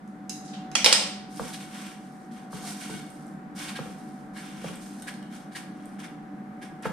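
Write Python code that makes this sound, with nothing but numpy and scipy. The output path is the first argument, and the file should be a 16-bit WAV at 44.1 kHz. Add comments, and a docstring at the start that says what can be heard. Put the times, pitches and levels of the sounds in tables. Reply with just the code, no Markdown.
"""Long bamboo chopsticks click in a cook's hand and clatter onto a tray, each bounce ringing shaft and tip.
Then the hands scoop dry breadcrumbs over meat rolls and press them on: a crunch of countless tiny breaks. Now
and then the dish bumps on its wooden board, and once a finger rubs along its wall with a soft squeak. A kitchen
fan drones underneath with a thin whine, and the hard-walled room answers the cook's work."""
import sys
import numpy as np
from scipy import signal
from scipy.fft import rfft, irfft, next_fast_len
from scipy.io import wavfile
from scipy.ndimage import map_coordinates

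SR = 44100
rng = np.random.default_rng(int(sys.argv[2]) if len(sys.argv) > 2 else 0)


def master_out(mix):
    """Clip the mix to full scale and print it as 16-bit PCM to the path in sys.argv[1]."""
    frames = np.transpose(np.atleast_2d(mix))
    ceiling = np.clip(frames, -1, 1)
    pcm = np.round(ceiling * 32767).astype(np.int16)
    wavfile.write(sys.argv[1], SR, pcm)


N = 305172

# Colour of the fan's rushing air and of the hiss above it: (frequency [Hz], gain [dB])
AIR_EQ = [(25, -33), (48, -22.5), (70, -35), (110, -29), (150, -11), (235, -3.5), (268, -12), (330, -12),
          (390, -20), (520, -21.5), (800, -21.5), (1050, -24.5), (1550, -25), (2200, -33.5), (3600, -60)]
HISS_EQ = [(1500, -12), (3000, 7.5), (5600, 2), (7000, 0), (9000, 0.5), (12000, -7), (13500, -19.5),
           (15000, -43)]
# Stereo image of the air: (frequency [Hz], left-right likeness [0-1])
AIR_IMAGE = [(40, 0.85), (200, 0.87), (330, 0.97), (550, 0.26), (950, 0.03), (1400, 0.094), (2200, 0.23),
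             (4000, .4)]
# The fan's duct tones: (pitch [Hz], width [Hz], level [dB])
DUCT_TONES = [(153.9, 12, -57), (198.9, 11, -46.5), (295.2, 12, -52), (448, 6.5, -73), (583, 3.4, -68),
              (787, 4.5, -63.5)]
# Slow swell of the air and duct tones: (time [s], gain [dB])
FAN_SWELL = [(0, -2), (0.7, 3), (2.0, -0.5), (2.7, 1.5), (5.0, 1), (6.92, 1.5)]
# Fades of the fan's whine: (time [s], level [dB])
WHINE_FADES = [(0, -59), (0.65, -45), (1.2, -48.5), (2.1, -53.5), (2.55, -50.5), (3.35, -55), (4.05, -51.5),
               (4.95, -56), (5.8, -54), (6.4, -53), (6.92, -50.5)]
WHINE_HZ = 749.4

# Chopsticks touching in the hand: (time [s], level [dB], lows [dB], highs [dB])
STICK_CLICKS = [(0.076, -59.5, -9, 13), (0.2948, -27.5, -4, -0.5), (0.299, -35.5, -3.5, -2.5),
                (.715, -39.5, 20.5, -4.5)]
# Ring of the held sticks: (frequency [Hz], width [Hz], gain [dB])
HELD_STICK_MODES = [(1580, 180, -17.5), (2160, 200, -16.5), (2760, 240, -11.5), (3913, 110, -6),
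                    (4200, 160, -11), (5090, 180, -2.5), (5378, 150, -5), (6120, 200, -2.5),
                    (6606, 140, -1.5), (6950, 110, -7), (7520, 150, -7.5), (7900, 140, -5.5),
                    (9370, 240, -7.5), (10710, 300, -9), (12660, 980, -18.5)]
# Sticks sliding through the fingers: (time [s], level [dB], pitch [Hz], t60 [s])
STICK_SLIDES = [(0.446, -46.5, 6440, 0.15), (0.474, -48.5, 4800, 0.21), (0.531, -41.5, 3200, 0.16)]
# Sticks landing and bouncing: (time [s], level [dB], lows [dB], highs [dB], tray gain [dB],
# shaft mode [Hz], shaft gain [dB], tip mode [Hz], tip gain [dB], lingering ring [dB])
STICK_LANDINGS = [(0.7526, -10.5, 1.5, -2.5, -17, 3250, -11, 7900, -24.5, -50.5),
                  (0.845, -7.5, -5, -6.5, 11.5, 5000, -1.5, 9480, -11.5, -36),
                  (0.8609, -5.5, 6, 4.5, 7.5, 3100, -8, 8650, -20, -34),
                  (0.9269, -5.5, -2.5, 5.5, 28, 4880, -9, 9000, -18, -37)]
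# Ring of a dropped stick: (frequency [Hz], width [Hz], gain [dB])
DROPPED_STICK_MODES = [(679, 220, -9.5), (1241, 190, -5.5), (2352, 300, -.5), (2760, 84, 0.5),
                       (3047, 60, 2), (3350, 108.5, 6), (4360, 600, -6.5), (4920, 230, -1.5),
                       (5410, 250, -1), (5920, 74, 7), (6650, 120, 1.5), (6800, 66, -4), (7800, 350, -6.5),
                       (9550, 240, -8.5), (10290, 300, -18.5), (11250, 180, -9.5), (12770, 260, -14.5)]
# Colour of the shaken tray: (frequency [Hz], gain [dB])
TRAY_EQ = [(100, -43.5), (280, -12), (400, -3.5), (560, 0), (760, -2.5), (1100, -3.5), (1800, -5.5),
           (2300, -1.5), (3700, 1), (4600, 0.5), (5600, -5), (7100, -9), (8600, -4), (10300, -22),
           (14400, -29.5)]
# Lingering ring of the loose sticks on the tray: (frequency [Hz], t60 [s], gain [dB])
LINGERING_MODES = [(2078, .45, -11), (2188, .4, -9), (2446, .35, -8), (2725, .35, -7), (2827, .4, -6),
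                   (2900, .62, -6), (3042, .4, -7), (3168, .35, -7), (3316, .35, -9), (3688, .5, -9),
                   (4559, .35, -7), (4716, .42, -5), (5253, .42, 8), (5748, .3, -9), (7800, .35, -10)]
# The sticks lie off to one side: (frequency [Hz], phase lead of the left channel [rad])
STICK_PHASE_LEAD = [(300, 0.2), (3000, 0.9), (5200, -2), (9000, -3), (14000, -2)]
SHAFT_WIDTH_HZ, TIP_WIDTH_HZ = 340, 290  # damping of the two modes that a blow favours
STICK_LOW_HZ, STICK_HIGH_HZ = 217.6, 12500  # thin bamboo radiates little outside this range

# Hand strokes through the crumbs: (time [s], rise [s], hold [s], crush level [dB],
# fine crumbs over crush [dB], dish wall over crush [dB])
HAND_STROKES = [(1.284, 0.18, 0.034, -45, -2.5, -7), (1.589, .02, 0.036, -50, -3, -3),
                (1.689, 0.053, 0.15, -43.5, -7.5, -11.5), (1.983, 0.066, 0.19, -68.5, 3, -12),
                (2.308, 0.053, 0.025, -56, -6, -3.5), (2.498, 0.054, 0.084, -51, 0.5, -0.5),
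                (2.624, 0.047, .035, -45, 2, -5), (2.771, 0.045, 0.038, -44, -3, -3.5),
                (2.874, 0.032, 0.06, -49.5, 0, 3.5), (3.004, 0.084, 0.19, -66.5, 4, -12.5),
                (3.548, 0.048, 0.046, -39, -5, -5.5), (3.773, 0.056, 0.096, -55, -2.5, -16),
                (3.938, 0.055, 0.22, -65, 1.5, -8.5), (4.328, 0.043, 0.23, -47.5, -7.5, -7.5),
                (4.572, 0.1, 0.038, -43, -8.5, -13), (4.79, 0.035, 0.18, -57.5, 2.5, -9.5),
                (5.297, 0.031, 0.034, -53, -4, -5), (5.669, 0.16, 0.11, -59, -10, -14)]
# Quick squeezes of a heap: (time [s], burst level [dB], burst length [s], cupped-hand gain [dB],
# crush level of the bed below [dB], fine crumbs over crush [dB])
HEAP_SQUEEZES = [(1.52, -44, 0.051, -23, -49.5, 4), (1.537, -39.5, 0.013, -10, -57, -2),
                 (2.307, -61, 0.022, -10, -56, -3), (3.677, -40, 0.027, -13, -39.5, -9),
                 (3.749, -41.5, 0.031, -2.5, -37, -15.5), (4.353, -46, 0.056, 3, -52.5, -3.5),
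                 (5.064, -40, 0.041, 6, -38, -8.5), (5.514, -52, 0.016, 0.5, -53.5, -4),
                 (5.547, -36.5, 0.027, -0.5, -39.5, -4.5), (5.982, -51.5, 0.042, 12, -43.5, -10),
                 (6.026, -50, 0.043, 8, -45, -9), (6.61, -47, 0.043, 6, -43.5, -10),
                 (6.817, -51, 0.041, 3.5, -45, -9), (6.839, -38.5, 0.035, 13, -39.5, -11.5)]
# Colour of coarse crumbs crushing, fine ones sifting and a heap giving way: (frequency [Hz], gain [dB])
CRUSH_EQ = [(300, -18), (600, -6.5), (1000, 5), (1650, 7), (2000, 3), (2300, 6.5), (2650, 3), (3250, 4),
            (4400, -9.5), (6000, -7.5), (9000, -27.5), (14000, -40)]
SIFT_EQ = [(2000, -18), (4000, -2), (5800, 1), (7200, -1.5), (8400, 1.5), (9600, 2), (10500, -7),
           (12500, -6), (14000, -19), (15500, -24)]
HEAP_EQ = [(500, -21), (1000, -12.5), (2200, 11), (3200, 12), (4400, 11.5), (6000, -4), (9500, 3.5),
           (14000, -17)]
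# Stereo image of the crumbs: (frequency [Hz], left-right likeness [0-1])
CRUMB_IMAGE = [(400, 0.6), (1100, 0.395), (2200, 0.627), (3800, 1), (6000, 0.17), (12000, .15)]
# Large flakes, one row a size: (pitch [Hz], width [Hz], level over the crumbs around them [dB])
FLAKE_BANDS = [(2306, 1100, -17), (3453, 1800, -16), (5280, 2300, -12), (8620, 1500, -15.5)]
# Hollow of a hand cupped over the dish: (frequency [Hz], width [Hz], gain [dB])
CUPPED_HAND_MODES = [(1635, 74, 11), (2395, 1400, -11), (2880, 130, -11), (4260, 120, -22)]
# Lone crumbs snapping: (time [s], level [dB], pitch [Hz])
CRUMB_SNAPS = [(1.361, -46, 8650), (1.371, -45, 5200), (2.523, -54, 8400), (3.268, -53.5, 8560),
               (4.757, -42.5, 8500), (5.857, -48.5, 8600), (6.628, -62, 8600), (6.825, -48, 8300)]
STROKE_SAG_DB_PER_S, STROKE_RELEASE_DB_PER_S = 19, 126  # crumbs pack down, then come to rest
BED_RISE_S, BED_HOLD_S, BED_RELEASE_DB_PER_S = 0.018, 0.0031, 324  # the bed gives way under a squeeze
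BED_WALL_DB, REST_DB = -14, -100  # wall scrape over the crush in a squeeze; envelope floor
COARSE_ONSET, FINE_ONSET = 1.4, 0.85  # attack exponents: coarse crumbs need force, fine ones stir at once

# The dish bumping on the board: (time [s], knock level [dB], thump over knock [dB], thud level [dB])
DISH_BUMPS = [(1.3951, -24, 0, -43), (2.529, -34.5, 8, -50), (2.894, -37.5, 10, -49),
              (3.789, -28.5, 5, -58), (3.858, -40.5, 7, -50), (4.6426, -28, 4.5, -47),
              (4.69, -44, 13, -55.5), (6.8535, -20, 0, -43)]
# Fingertips ticking on the dish: (time [s], level [dB], lows [dB], highs [dB])
FINGER_TAPS = [(3.102, -47.5, -10, 27), (5.022, -36.5, 7.5, 18.5), (5.14, -46, -14, 7),
               (5.226, -45, 13, 11)]
# The dish's bright ring, its dull knock and the board's thump: (frequency [Hz], width [Hz], gain [dB])
DISH_RING_MODES = [(718, 9, 12.5), (1518, 53, 5.5), (2199, 46, 4.5), (2830, 38, 0), (3170, 90, -1),
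                   (3560, 20, 4.5), (3836, 40, -3), (4430, 44, -1), (5170, 89, -8.5), (6340, 52, -8),
                   (8130, 70, -5)]
DISH_KNOCK_MODES = [(490, 84, -2.5), (660, 114, -3), (917, 94, 3), (1187, 116, 5), (1540, 230, -2.5)]
BOARD_MODES = [(143, 29.6, 17.5), (189, 39, 13), (313, 100, -23), (439, 55, -9.5)]
KNOCK_HZ, KNOCK_HARDENING = 4500, 0.5  # cutoff of a full-scale knock; it follows this power of the force
TICK_CRACK_DB = -0.5  # dry crack of a tick, over the dish's ring
WORKTOP_HZ, WORKTOP_RISE_S, WORKTOP_T60_S = 66.5, 0.012, 0.2  # the deep mode under the board
RUB_S, RUB_RISE_S, RUB_HOLD_S, RUB_DB = 2.53, 0.042, 0.11, -51
SQUEAK_S, SQUEAK_RISE_S, SQUEAK_HOLD_S, SQUEAK_DB, SQUEAK_HZ = 2.615, 0.04, 0.057, -44, 720

# Early reflections off the steel worktop and the wall: (left delay [s], right delay [s], gain [dB])
REFLECTIONS = [(.0021, .0022, -16), (.0037, .0036, -15), (.0058, .0061, -16), (.0094, .0089, -16)]
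# Reverb time of the kitchen: (frequency [Hz], t60 [s])
ROOM_DECAY = [(200, 0.4), (700, 0.63), (2500, 0.59), (5000, 0.53), (8000, 0.45), (13000, 0.43)]
# Stereo image of the reverb: (frequency [Hz], left-right likeness [0-1])
ROOM_IMAGE = [(200, 0.42), (550, 0.38), (1100, 0.63), (2200, 0.63), (4000, 0.12), (6000, 0.01216),
              (12000, 0.098)]
# Colour of the microphone pair: (frequency [Hz], left minus right [dB])
MIC_BALANCE = [(200, -.5), (1000, 1), (5500, -0.5), (7600, -3.5), (10000, -5.5), (14000, 2.5)]
TOP_HZ = 14900

IMPULSE = signal.unit_impulse(SR // 8)


def amp(db):
    """Decibels to linear gain."""
    return 10 ** (np.asarray(db) / 20)


def unit(x):
    """Normalise to an rms of 1."""
    return x / np.sqrt(np.mean(x ** 2) + 1e-20)


def along(points, hz):
    """Read a (frequency, value) curve on a log axis."""
    freqs, values = np.transpose(points)
    return np.interp(np.log(hz + 1), np.log(freqs + 1), values)


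def wobble(rate):
    """A smooth random modulator with rate knots a second."""
    steps = np.arange(0, N + 32, 32)
    knots = rng.standard_normal(2048)
    return np.interp(np.arange(N), steps, map_coordinates(knots, [steps * rate / SR], mode="wrap"))


def filtered(x, response):
    """Filter x by a complex response, a function of frequency."""
    n = x.shape[-1]
    padded = next_fast_len(n + SR // 8, True)
    return irfft(rfft(x, padded) * response(np.fft.rfftfreq(padded, 1 / SR)), padded)[..., :n]


def resonate(x, modes):
    """Play x through a bank of resonators of alternating polarity."""
    return filtered(x, lambda f: sum((-1) ** k * amp(db) * 1j * f * width / (hz**2 - f**2 + 1j * f * width)
                                     for k, (hz, width, db) in enumerate(modes)))


def band(x, hz, width):
    """A broad resonance with steep skirts."""
    return resonate(resonate(x, [(hz, width, 0)]), [(hz, width, 0)])


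def causal(gain):
    """The minimum-phase response with this gain: no ringing ahead of the hit."""
    cepstrum = irfft(np.log(gain + 1e-6))
    half = len(cepstrum) // 2
    return np.exp(rfft(np.r_[cepstrum[0], 2 * cepstrum[1:half], np.zeros(half)]))


def spread(pair, eq, image):
    """Two unrelated signals become mid and side of a coloured stereo sound of rms 1."""
    def mid_side_gains(hz):
        angle = np.arccos(np.clip(along(image, hz), -1, 1)) / 2
        return amp(along(eq, hz)) * [np.cos(angle), np.sin(angle)]
    mid, side = filtered(pair, mid_side_gains)
    return unit(np.array([mid + side, mid - side]))


def add(track, s, sound):
    """Mix a sound into a stereo track at s seconds."""
    start = max(round(s * SR), 0)
    track[:, start:start + sound.shape[-1]] += sound[:, :max(N - start, 0)]


def blow(t60, rattle_db, rattle_t60, width):
    """Stereo force of one contact: a short crack with a weaker, longer chatter."""
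    t = np.arange(SR * 3 // 5) / SR
    noise = rng.standard_normal((3, len(t)))
    return (noise[0] + width * noise[1:]) * (amp(-60 * t / t60) + amp(rattle_db - 60 * t / rattle_t60))


def firm(force, point_db):
    """A hard contact: one clean impulse ahead of its chatter."""
    return force / np.linalg.norm(force[0]) + amp(point_db) * signal.unit_impulse(force.shape[-1])


def tinted(hit, low_db, high_db):
    """Where a body is struck sets the weight of its low and high modes."""
    tilt = [(900, low_db), (2800, low_db / 2), (5000, 0), (9000, high_db), (14500, high_db - 5)]
    return filtered(hit, lambda hz: causal(amp(along(tilt, hz))))


def sized(hit, db):
    """Give a hit the energy of two milliseconds at db."""
    return hit * amp(db) * np.sqrt(0.002 * SR / np.mean(np.sum(hit ** 2, -1)))


def fan():
    """Rushing air and fuzzy duct tones swell together over a faint hiss."""
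    t = np.arange(N) / SR
    swell = amp(np.interp(t, *np.transpose(FAN_SWELL)))
    air = amp(-45) * spread(rng.standard_normal((2, N)), AIR_EQ, AIR_IMAGE)
    tones = 0
    for hz, width, db in DUCT_TONES:
        steady = (5 / width) ** 2  # narrow tones hold steadier than wide ones
        flutter = steady + wobble(2 * width) + 1j * wobble(2 * width)
        tones += amp(db) * unit(np.real(flutter * np.exp(2j * np.pi * hz * t)))
    hiss = amp(-70) * spread(rng.standard_normal((2, N)), HISS_EQ, image=[(3000, 0.41), (7000, 0.026)])
    return swell * (air + tones) + hiss


def fan_whine():
    """One thin, clean tone of the fan, swelling and fading."""
    t = np.arange(N) / SR
    hz = WHINE_HZ + 0.69 * wobble(3)
    level_db = np.interp(t, *np.transpose(WHINE_FADES)) + 0.6 * wobble(7)
    return amp(level_db) * unit(np.sin(2 * np.pi * np.cumsum(hz) / SR))


def sticks_in_hand():
    """The carried chopsticks click together and swish through the fingers."""
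    out = np.zeros((2, N))
    t = np.arange(SR // 2) / SR
    ring = resonate(IMPULSE, HELD_STICK_MODES)
    for s, db, low_db, high_db in STICK_CLICKS:
        force = blow(t60=0.011, rattle_db=-16, rattle_t60=0.0786, width=1)
        click = sized(tinted(ring, low_db, high_db), db)
        add(out, s, struck(click, force, wet_db=1, left_db=-3))
    for s, db, hz, t60 in STICK_SLIDES:
        friction = rng.standard_normal((2, len(t)))
        skin = filtered(friction, lambda f: 1 / (1 + (f / 10500) ** 8))  # soft fingers make little top
        envelope = amp(db - 60 * t / t60) * (1 - np.exp(-t / 0.005))
        add(out, s, kitchen(unit(band(skin, hz, 0.99 * hz)) * envelope, wet_db=-0.5))
    return out


def struck(ring, force, wet_db, left_db):
    """A ringing body is hit: direct sound from one side, reverb from all round."""
    direct = force / np.linalg.norm(force[0]) * amp([[left_db / 2], [-left_db / 2]])
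    return signal.fftconvolve(direct + amp(wet_db) * room_tail(), ring[None], axes=1)


def room_tail(build_s=0.0051):
    """A fresh stereo reverb tail of energy 1 that blooms and hangs longest in the mids."""
    noise = spread(rng.standard_normal((2, SR * 3 // 5)), eq=[(1, 0)], image=ROOM_IMAGE)
    hz, t, spectra = signal.stft(noise, SR, nperseg=256)
    envelope = amp(-60 * t / along(ROOM_DECAY, hz)[:, None]) * (1 - np.exp(-t / build_s))
    _, tail = signal.istft(spectra * envelope, SR, nperseg=256)
    return tail[:, :noise.shape[-1]] / np.linalg.norm(tail[0])


def kitchen(x, wet_db):
    """The dry sound plus the hard walls' reverb, sent from its left channel."""
    return x + amp(wet_db) * signal.fftconvolve(x[:1], room_tail(), axes=1)[:, :x.shape[-1]]


def early_reflections(x):
    """Near hard surfaces send back weak copies, which comb the spectrum."""
    return filtered(x, lambda hz: 1 + sum(amp(db) * np.exp(-2j * np.pi * np.outer(delays, hz))
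                                          for *delays, db in REFLECTIONS))


def stick_clatter():
    """Tips land first, then shafts bounce and shake the tray; each contact favours its own modes."""
    clacks, ring = np.zeros((2, 2, N))
    stick = unit(resonate(IMPULSE, DROPPED_STICK_MODES))
    tray = unit(filtered(IMPULSE, lambda hz: causal(amp(along(TRAY_EQ, hz)))))
    for s, db, low_db, high_db, tray_db, shaft_hz, shaft_db, tip_hz, tip_db, ring_db in STICK_LANDINGS:
        body = unit(tinted(stick + amp(tray_db) * tray, low_db, high_db))
        shaft = amp(shaft_db) * unit(resonate(IMPULSE, [(shaft_hz, SHAFT_WIDTH_HZ, 0)]))
        tip = amp(tip_db) * unit(resonate(IMPULSE, [(tip_hz, TIP_WIDTH_HZ, 0)]))
        force = firm(blow(t60=0.023, rattle_db=-7, rattle_t60=0.07, width=0.71), point_db=-5)
        add(clacks, s, struck(sized(body + shaft + tip, db), force, wet_db=-1.5, left_db=-4.5))
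        add(ring, s, amp(ring_db) * lingering_ring())
    radiated = filtered(clacks, lambda hz: (1j * hz / (STICK_LOW_HZ + 1j * hz)) ** 2
                        / np.sqrt(1 + (hz / STICK_HIGH_HZ) ** 20))
    placed = filtered(radiated, lambda hz: np.exp(0.5j * np.outer([1, -1], along(STICK_PHASE_LEAD, hz))))
    return ring + placed


def lingering_ring():
    """The sticks' long-lived modes sing on, varying a little from blow to blow and from left to right."""
    t = np.arange(SR * 3 // 5) / SR
    ring = 0
    for hz, t60, db in LINGERING_MODES:
        phase = rng.uniform(0, 2 * np.pi) + rng.normal(0, 0.5, (2, 1))
        ring += amp(db + rng.normal(0, 1.5) - 60 * t / t60) * np.sin(2 * np.pi * hz * t + phase)
    return ring * (1 - np.exp(-t / 0.002))


def push(s, rise, hold, release_db_per_s, onset):
    """Pressure envelope of one push: it builds, sags while held and is let go."""
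    t = np.arange(N) / SR - s
    held = np.maximum(t - rise, 0)
    fall_db = STROKE_SAG_DB_PER_S * held + release_db_per_s * np.maximum(held - hold, 0)
    return np.clip(t / rise, 0, 1) ** onset * amp(np.maximum(-fall_db, REST_DB))


def hand_envelopes():
    """Envelopes in dB for crush, sift and wall scrape; overlapping pushes add in power."""
    power = np.full((3, N), amp(REST_DB) ** 2)
    for s, rise, hold, db, fine_db, wall_db in HAND_STROKES:
        coarse = amp(db) * push(s, rise, hold, STROKE_RELEASE_DB_PER_S, COARSE_ONSET)
        fine = amp(db + fine_db) * push(s, rise, hold, STROKE_RELEASE_DB_PER_S, FINE_ONSET)
        power += np.square([coarse, fine, amp(wall_db) * coarse])
    for s, _, _, _, db, fine_db in HEAP_SQUEEZES:
        bed = amp(db) * push(s, BED_RISE_S, BED_HOLD_S, BED_RELEASE_DB_PER_S, COARSE_ONSET)
        power += np.square([bed, amp(fine_db) * bed, amp(BED_WALL_DB) * bed])
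    return 10 * np.log10(power)


def fractures(level_db, rate, scatter_db):
    """Two streams of tiny random breaks, thickening with pressure up to rate a second."""
    shape = (2, len(level_db))
    chance = np.clip(rate / SR * amp((level_db - level_db.max()) / 2), 1e-4, 1)
    sizes = amp(scatter_db * np.clip(rng.standard_normal(shape), -2, 2)) * rng.choice([-1, 1], shape)
    return (rng.random(shape) < chance) * sizes / np.sqrt(chance)


def crumbs():
    """Coarse flakes crush under the palms, fine ones sift, and those on the wall ring the dish."""
    crush_db, sift_db, wall_db = hand_envelopes()
    clumps_db = wobble(110) + 0.8 * wobble(45)  # flakes give way in clumps
    crush = spread(fractures(crush_db, rate=2300, scatter_db=-1), CRUSH_EQ, CRUMB_IMAGE)
    crush *= amp(crush_db + clumps_db - 3.5)
    sift = spread(fractures(sift_db, rate=5800, scatter_db=-1.5), SIFT_EQ, CRUMB_IMAGE)
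    sift *= amp(sift_db + clumps_db + 1)
    crackle = flake_crackle((crush_db + sift_db) / 2)
    mid, side = fractures(crush_db, rate=5100, scatter_db=1.5)
    scrape = mid + np.outer([0.5, -0.5], side)
    ring = unit(resonate(scrape, DISH_RING_MODES)) * amp(wall_db)
    return kitchen(crush + sift + crackle + ring, wet_db=-6)


def flake_crackle(level_db):
    """Large flakes crack one by one, each size at its own pitch."""
    cracks = 0
    for hz, width, db in FLAKE_BANDS:
        mid, side = fractures(level_db, rate=260, scatter_db=3.5)
        cracks += amp(db) * unit(band(mid + np.outer([0.566, -0.566], side), hz, width))
    return cracks * amp(level_db)


def crunches():
    """A squeezed heap gives way in one burst, hollow under a cupped hand; lone crumbs snap."""
    out = np.zeros((2, N))
    t = np.arange(SR // 2) / SR
    for s, db, length, cupped_db, _, _ in HEAP_SQUEEZES:
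        heap = spread(fractures(np.zeros(len(t)), rate=3900, scatter_db=0.5), HEAP_EQ, CRUMB_IMAGE)
        burst = unit(heap + amp(cupped_db) * unit(resonate(heap, CUPPED_HAND_MODES)))
        envelope = amp(db) * np.sin(np.pi * np.minimum(t / length, 1))
        add(out, s, kitchen(burst * envelope, wet_db=-5))
    for s, db, hz in CRUMB_SNAPS:
        force = blow(t60=0.0028, rattle_db=-18, rattle_t60=0.033, width=0.55)
        add(out, s, kitchen(sized(band(force, hz, 0.31 * hz), db), wet_db=0))
    return out


def dish_bumps():
    """The pressed dish rocks: a dull knock, brighter when harder, over board thump and worktop thud."""
    out = np.zeros((2, N))
    for s, db, thump_db, thud_db in DISH_BUMPS:
        add(out, s, amp(thud_db) * worktop_thud())
        force = firm(blow(t60=0.018, rattle_db=-17, rattle_t60=0.08, width=0.43), point_db=1)
        cutoff_hz = KNOCK_HZ * amp(db) ** KNOCK_HARDENING
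        softened = filtered(force, lambda hz: 1 / (1 + 1j * hz / cutoff_hz) ** 2)
        add(out, s, kitchen(sized(resonate(softened, DISH_KNOCK_MODES), db), wet_db=-4.5))
        shudder = resonate(blow(t60=0.083, rattle_db=-9.5, rattle_t60=0.22, width=0.94), BOARD_MODES)
        # a small board radiates little bass
        thump = filtered(shudder, lambda hz: (1j * hz / (140 + 1j * hz)) ** 6)
        add(out, s + 0.006, kitchen(sized(thump, db + thump_db), wet_db=-0.5))
    return out


def worktop_thud():
    """The worktop gives under a push and swings a few times."""
    t = np.arange(SR // 2) / SR
    swing = np.sin(2 * np.pi * WORKTOP_HZ * (1 + rng.normal(0, 0.074)) * t)
    envelope = (1 - np.exp(-t / WORKTOP_RISE_S)) * amp(-60 * t / WORKTOP_T60_S)
    return (swing * envelope)[None]


def dish_rub():
    """A finger rubs along the dish's wall: its low modes hum, then the fingertip sticks and slips in a soft
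    squeak."""
    hum = amp(RUB_DB) * unit(resonate(rng.standard_normal(N), DISH_KNOCK_MODES))
    hum *= push(RUB_S, RUB_RISE_S, RUB_HOLD_S, STROKE_RELEASE_DB_PER_S, FINE_ONSET)
    slip_hz = SQUEAK_HZ * (1 + 0.0301 * wobble(90))
    squeak = amp(SQUEAK_DB) * unit(np.sin(2 * np.pi * np.cumsum(slip_hz) / SR))
    squeak *= push(SQUEAK_S, SQUEAK_RISE_S, SQUEAK_HOLD_S, BED_RELEASE_DB_PER_S, FINE_ONSET)
    return kitchen(np.tile(hum + squeak, (2, 1)), wet_db=-14)


def finger_taps():
    """Fingertips tick on the dish: a dry crack on top of its bright ring."""
    out = np.zeros((2, N))
    for s, db, low_db, high_db in FINGER_TAPS:
        touch = blow(t60=0.022, rattle_db=-4, rattle_t60=0.053, width=0.77)
        ring = unit(resonate(touch, DISH_RING_MODES))
        crack = amp(TICK_CRACK_DB) * unit(band(touch, hz=4000, width=3800))
        add(out, s, kitchen(sized(tinted(ring + crack, low_db, high_db), db), wet_db=1))
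    return out


def scene():
    """The fan is the backdrop; the cook's work sits in front, coloured by the near surfaces."""
    backdrop = fan() + fan_whine()
    sticks = sticks_in_hand() + stick_clatter()
    breading = crumbs() + crunches()
    dish = finger_taps() + dish_bumps() + dish_rub()
    return backdrop + early_reflections(sticks + breading + dish)


def record(dry):
    """Master chain: a slight left-right tint, a hard clip at full scale and a steep high cut."""
    tinted_mix = filtered(dry, lambda hz: amp(np.outer([1, -1], along(MIC_BALANCE, hz)) / 2))
    return filtered(np.clip(tinted_mix, -1, 1), lambda hz: 1 / (1 + (hz / TOP_HZ) ** 50))


dry = scene()
out = record(dry)
master_out(out)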